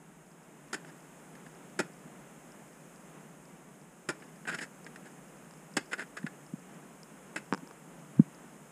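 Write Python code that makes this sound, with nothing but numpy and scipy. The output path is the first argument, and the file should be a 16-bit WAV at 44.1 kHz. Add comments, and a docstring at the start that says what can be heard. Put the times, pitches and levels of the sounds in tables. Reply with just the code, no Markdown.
"""Foot of a frozen waterfall, heard by a small camera; an ice climber works high above.
Axe picks shatter into the ice, crampons kick and scrape: dense tiny cracks ring, boom the column
and spray splinters. The rock wall answers briefly. Loose chips and grains tick on the camera,
soft lumps thud beside it. Cold air rushes steadily."""
import sys
import numpy as np
from scipy import signal
from scipy.fft import rfft, irfft, next_fast_len
from scipy.io import wavfile
from scipy.ndimage import uniform_filter1d

SR = 44100
rng = np.random.default_rng(int(sys.argv[2]) if len(sys.argv) > 2 else 0)


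def log_audio(samples):
    """Write samples as a 16-bit WAV file to the path given in sys.argv[1]."""
    # one column per channel
    frames = np.atleast_2d(samples).T
    # limit to full scale, then quantise
    limited = np.clip(frames, -1, 1)
    pcm = np.round(limited * 32767).astype(np.int16)
    wavfile.write(sys.argv[1], SR, pcm)


N = 384111
EVENT_T = np.arange(SR // 4) / SR  # time axis of one impact, s


def undb(db):
    """Decibels to gain."""
    return 10 ** (np.asarray(db) / 20)


def unit(x):
    """Scale to rms 1."""
    return x / np.sqrt(np.mean(x ** 2))


def add(track, start_s, sound):
    """Mix a sound into the track."""
    start = max(int(start_s * SR), 0)
    part = sound[:max(N - start, 0)]
    track[start:start + len(part)] += part


def colour(x, points):
    """Minimum-phase filter through (f/Hz, gain/dB) points."""
    hz, db = np.transpose(points)
    size = 2 * next_fast_len(len(x))
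    log_hz = np.log(np.fft.rfftfreq(size, 1 / SR) + 1)
    gain = undb(np.interp(log_hz, np.log(hz), db))
    cepstrum = irfft(np.log(gain))
    cepstrum[1:size // 2] *= 2
    cepstrum[size // 2 + 1:] = 0
    return irfft(rfft(x, size) * np.exp(rfft(cepstrum)))[:len(x)]


def resonate(x, modes, pitch_ratio=1):
    """Driven modes (f/Hz, width/Hz, level/dB); a second, broad filter steepens the skirts."""
    out = 0
    for hz, width_hz, db in modes:
        mode = signal.lfilter(*signal.iirpeak(hz * pitch_ratio, hz / width_hz, fs=SR), x)
        mode = signal.lfilter(*signal.iirpeak(hz * pitch_ratio, Q=1.6, fs=SR), mode)
        out = out + undb(db) * unit(mode)
    return out


def ring(modes, contact_s):
    """Free ring after one tap, peak 1; longer contact dulls the click."""
    out = 0
    for hz, t60_s, db in modes:
        detuned_hz = hz * (1 + 0.015 * rng.standard_normal())
        out = out + undb(db - 60 * EVENT_T / t60_s) * np.sin(2 * np.pi * detuned_hz * EVENT_T)
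    out *= 1 - np.exp(-EVENT_T / contact_s)
    return out / np.abs(out).max()


def thud(hz, swell_s, softness):
    """A soft push swings a heavy body for a few cycles."""
    u = EVENT_T / swell_s
    envelope = (u * np.exp(1 - u)) ** softness
    return -envelope * np.sin(2 * np.pi * hz * EVENT_T)


def wander(rate_hz):
    """Smooth random drift, rms 1."""
    hold = int(SR / rate_hz)
    steps = np.repeat(rng.standard_normal(N // hold + 1), hold)
    return unit(uniform_filter1d(uniform_filter1d(steps, hold), hold)[:N])


# breeze strength: t/s, level/dB
BREEZE_LEVELS = [(0.0, -57), (0.51, -56), (0.97, -53), (3.08, -53), (3.93, -55.5), (4.38, -53), (8.7, -53)]
# rush spectrum: f/Hz, gain/dB
RUSH_SPECTRUM = [(76, -15), (130, -7), (151, 1), (205, -3), (310, -7.5), (365, -9), (497, -11), (964, -15),
                 (1120, -16.5), (1410, -17), (2870, -25.5), (4400, -39), (5720, -77), (9680, -120)]
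# hiss spectrum: f/Hz, gain/dB
HISS_SPECTRUM = [(3500, -22), (4400, -18.5), (5200, -7), (5800, -11), (6400, -0.5), (8000, -1), (10000, -4),
                 (11500, -9.5), (15000, -15)]


def air(rush_db=0.5, hiss_db=-10.5, flutter_db=1.0):
    """Low fluttering rush over smooth hiss; both follow the breeze."""
    breeze_db = np.interp(np.arange(N) / SR, *np.transpose(BREEZE_LEVELS))
    rush = np.zeros(N)
    for _ in range(2):
        stream = unit(colour(rng.standard_normal(N), RUSH_SPECTRUM))
        rush += stream * undb(flutter_db * wander(rate_hz=9))
    hiss = unit(colour(rng.standard_normal(N), HISS_SPECTRUM))
    return undb(breeze_db + rush_db) * unit(rush) + undb(breeze_db + hiss_db) * hiss


# bright modes of the camera housing: f/Hz, t60/s, level/dB
HOUSING_TICK = [(3100, 0.0029, -12), (5080, 0.0083, -1), (5380, 0.01, -3.5), (7440, 0.0042, 0.5),
                (9300, 0.0026, -5)]


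def spindrift(base_per_s=9, shower_per_s=100, delay_s=0.13, width_s=0.062, max_db=-54.5):
    """Fine ice grains patter on the housing, thicker just after each axe blow."""
    t = np.arange(N) / SR
    showers = sum(np.exp(-((t - blow_s - delay_s) / width_s) ** 2) for blow_s, *_ in AXE_BLOWS)
    arrivals = rng.random(N) < (base_per_s + shower_per_s * showers) / SR
    grains = arrivals * undb(max_db) * rng.random(N)
    return signal.fftconvolve(grains, ring(HOUSING_TICK, contact_s=0.00069))[:N]


# dull modes of the camera housing: f/Hz, t60/s, level/dB
HOUSING_KNOCK = [(495, 0.017, -3), (950, 0.017, -4), (1136, .008, 4.5), (1470, 0.0089, 0),
                 (2170, 0.0067, -10)]
# chips hitting the camera: t/s, tick/dB, knock/dB
CHIP_HITS = [(1.5500, -52, -70), (2.5200, -46, -70), (2.9600, -49, -70), (3.4550, -50, -70),
             (4.8458, -41, -52), (5.51, -46, -43), (5.5376, -50, -43), (5.739, -43, -57), (6.465, -47, -66),
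             (7.032, -37.5, -62), (7.5257, -39, -13), (7.5365, -28, -18.5), (7.5465, -35, -22.5),
             (7.5770, -44, -34.5), (7.6745, -44, -40), (7.7107, -50, -35.5), (8.3472, -46, -70)]


def chips():
    """Hard chips tick on the housing; heavy ones knock it and rock the mount."""
    out = np.zeros(N)
    for start_s, tick_db, knock_db in CHIP_HITS:
        mount_db = 1.53 * knock_db - 1.5
        add(out, start_s, undb(tick_db) * ring(HOUSING_TICK, contact_s=0.00031))
        add(out, start_s, undb(knock_db) * ring(HOUSING_KNOCK, contact_s=0.00015))
        add(out, start_s, undb(mount_db) * thud(hz=212, swell_s=0.0023, softness=1.1))
    return out


# lumps landing beside the camera: t/s, level/dB, f/Hz
LUMP_FALLS = [(6.2417, -24, 205), (6.536, -26.5, 202), (7.63, -37, 236), (8.1956, -4, 204)]


def lumps():
    """Soft lumps land close by: a thud, a slower and deeper sway, a faint knock at contact."""
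    out = np.zeros(N)
    for start_s, db, hz in LUMP_FALLS:
        add(out, start_s, undb(db) * thud(hz, swell_s=0.004, softness=2.2))
        add(out, start_s, undb(db - 19.5) * thud(hz=168, swell_s=0.011, softness=2.1))
        add(out, start_s, undb(db - 32.5) * ring(HOUSING_KNOCK, contact_s=0.0017))
    return out


def rock_wall(x, wet_db, decay_s, cutoff_hz):
    """Direct sound plus a short, duller tail scattered by the overhang."""
    envelope = np.exp(-EVENT_T / decay_s) * (1 - np.exp(-EVENT_T / 0.0029))
    scatter = rng.standard_normal(len(EVENT_T)) * envelope
    scatter = signal.lfilter(*signal.butter(1, cutoff_hz, fs=SR), scatter / np.linalg.norm(scatter))
    return x + undb(wet_db) * signal.fftconvolve(x, scatter)[:N]


def stroke(swell_s, decay_s, release_at_s=None):
    """Envelope: linear swell, optional hold, exponential decay."""
    released_s = np.maximum(EVENT_T - (release_at_s or swell_s), 0)
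    return np.minimum(EVENT_T / swell_s, 1) * np.exp(-released_s / decay_s)


# hollow boom of the ice column: f/Hz, gain/dB
BOOM_SPECTRUM = [(100, -7), (180, -1.5), (290, -1.5), (390, 0), (520, -5), (850, -7), (1080, -16),
                 (1600, -9.5), (4000, -51)]
# splinter spray: f/Hz, gain/dB
SPLINTER_SPECTRUM = [(900, -53), (2400, -15), (3400, 0.5), (4300, 0), (5150, 12), (5450, 11), (5850, -3.5),
                     (6600, 9), (7800, 10.5), (8800, 1.5), (10200, 5), (11800, -17), (13500, -13),
                     (15000, -27)]
NOMINAL_RING_HZ = 1660


def crunch(envelope, modes, ring_hz, cracks_per_s, spread_db, ring_db, boom_db, thunk_db, splinter_db):
    """Steel breaks ice: uneven cracks ring, boom and spray splinters; the push thunks the column."""
    n = len(envelope)
    cracks = envelope * (rng.random(n) < cracks_per_s / SR) * rng.choice([-1, 1], n)
    cracks *= undb(spread_db * rng.standard_normal(n))
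    ringing = undb(ring_db) * unit(resonate(cracks, modes, ring_hz / NOMINAL_RING_HZ))
    boom = undb(boom_db) * unit(colour(cracks, BOOM_SPECTRUM))
    thunk = undb(boom_db + thunk_db) * unit(thud(hz=308, swell_s=0.012, softness=7.1))
    splinters = undb(splinter_db) * unit(colour(cracks, SPLINTER_SPECTRUM))
    return np.sqrt(np.mean(envelope ** 2)) * (ringing + boom + thunk + splinters)


# ice modes under crampon points, at nominal pitch: f/Hz, width/Hz, level/dB
CRAMPON_RING = [(1460, 160, -17), (1585, 116, 4.5), (1717, 135, 3.5), (1900, 340, -2.5), (2456, 110, -7),
                (3130, 490, -22)]
# kicks: t/s, swell/s, level/dB, splinters/dB re level, ring/Hz
CRAMPON_KICKS = [(0.846, .001, -45.5, -24, 1640), (1.3490, .004, -50.5, -10, 1690),
                 (1.4590, 0.0064, -47.5, -14, 1700), (4.2211, 0.00092, -46, -28, 1630),
                 (4.4510, .001, -40.5, -30, 1620), (4.5410, 0.0068, -34, -8, 1490),
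                 (4.5841, 0.0049, -34.5, -12, 1870), (4.8638, .001, -41, -11.5, 1710),
                 (4.9560, 0.0063, -43.5, -11.5, 1630), (5.9287, .004, -26, -13, 1585),
                 (5.9923, .002, -33, -16, 1750), (6.1660, 0.0062, -34.5, -12, 1610),
                 (6.1820, 0.0043, -41.5, -12, 1630), (6.2250, .006, -47, -22, 1740),
                 (6.2648, .0007, -31.5, -18, 1630)]
# scrapes: t/s, length/s, level/dB, splinters/dB re level, ring/Hz
CRAMPON_SCRAPES = [(0.857, 0.043, -58, -9, 1730), (4.468, 0.031, -33, -14, 1556),
                   (4.508, 0.045, -38.5, -15, 1620), (4.565, 0.044, -53.5, -5.5, 1740),
                   (4.604, 0.033, -40, -8, 1730), (5.048, 0.021, -52, -11.5, 1640),
                   (5.909, 0.029, -40, -14.5, 1590), (5.975, 0.052, -41, -14.5, 1610)]


def crampons(usual_db=-44):
    """Steel points kick into the ice or drag across it."""
    out = np.zeros(N)
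    kicks = [(start_s, stroke(swell_s, decay_s=0.0056), *rest)
             for start_s, swell_s, *rest in CRAMPON_KICKS]
    scrapes = [(start_s, stroke(swell_s=0.01, decay_s=0.0093, release_at_s=length_s), *rest)
               for start_s, length_s, *rest in CRAMPON_SCRAPES]
    for start_s, envelope, db, splinter_db, ring_hz in kicks + scrapes:
        boom_db = -5.5 - 0.33 * (db - usual_db)  # set by boot weight: varies less than the crunch
        sound = crunch(envelope, CRAMPON_RING, ring_hz, cracks_per_s=14000, spread_db=6,
                       ring_db=-0.43, boom_db=boom_db, thunk_db=-30, splinter_db=splinter_db)
        add(out, start_s, undb(db) * sound)
    return out


# ice modes under a pick, at nominal pitch: f/Hz, width/Hz, level/dB
PICK_RING = [(1520, 79, -20), (1527, 260, 10), (1766, 160, 4.5), (1946, 69, -3), (2436, 67, -1.5),
             (2870, 460, -40)]
# blows: t/s, level/dB, boom/dB, splinters/dB, ring/Hz, break delay/s, break/dB
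# (boom, splinters and break re level)
AXE_BLOWS = [(0.7281, -33.5, -3, -2.5, 1630, 0.012, -1), (1.789, -27.5, 1.5, -5.5, 1620, 0.0096, -2.5),
             (4.087, -30, .5, -4, 1586, .0125, -7), (5.7663, -25.5, 1, -2.5, 1750, .005, -11),
             (7.3590, -31.5, -4.5, -8, 1720, 0.015, -9.5)]


def axes():
    """The pick bites; a moment later the ice around it breaks with a hollower boom."""
    out = np.zeros(N)
    bite = stroke(swell_s=0.0036, decay_s=0.0063)
    breaking = stroke(swell_s=0.0029, decay_s=0.0066)
    for blow_s, db, boom_db, splinter_db, ring_hz, delay_s, break_db in AXE_BLOWS:
        stages = [(blow_s, bite, db, boom_db),
                  (blow_s + delay_s, breaking, db + break_db, boom_db + 2)]
        for start_s, envelope, stage_db, stage_boom_db in stages:
            sound = crunch(envelope, PICK_RING, ring_hz, cracks_per_s=22000, spread_db=2,
                           ring_db=3, boom_db=stage_boom_db, thunk_db=-7.5, splinter_db=splinter_db)
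            add(out, start_s, undb(stage_db) * sound)
    return out


def scene():
    """Mono mix at the foot of the icefall."""
    blows = rock_wall(axes(), wet_db=-13, decay_s=0.028, cutoff_hz=5000)
    footwork = rock_wall(crampons(), wet_db=-19, decay_s=0.021, cutoff_hz=7000)
    return (blows + footwork + lumps() + chips() + spindrift() + air())[None]


def record(dry):
    """Camera: the wind filter cuts deep bass, the electronics hum faintly, the top is cut."""
    low_cut_hz, top_hz = 133.3, 15250
    f_ratio = np.fft.rfftfreq(N, 1 / SR) / low_cut_hz
    bass_leak = undb(-21) * np.minimum(f_ratio, 1)
    wind_filter = np.maximum(1 - 1 / (1 + f_ratio ** 22), bass_leak)
    hum = resonate(rng.standard_normal(N), modes=[(52.25, 23.75, -79.5)])
    sound = irfft(rfft(dry) * wind_filter, N) + hum
    return signal.sosfilt(signal.ellip(10, 0.2, 70, top_hz, fs=SR, output="sos"), sound)


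dry = scene()
out = record(dry)
log_audio(out)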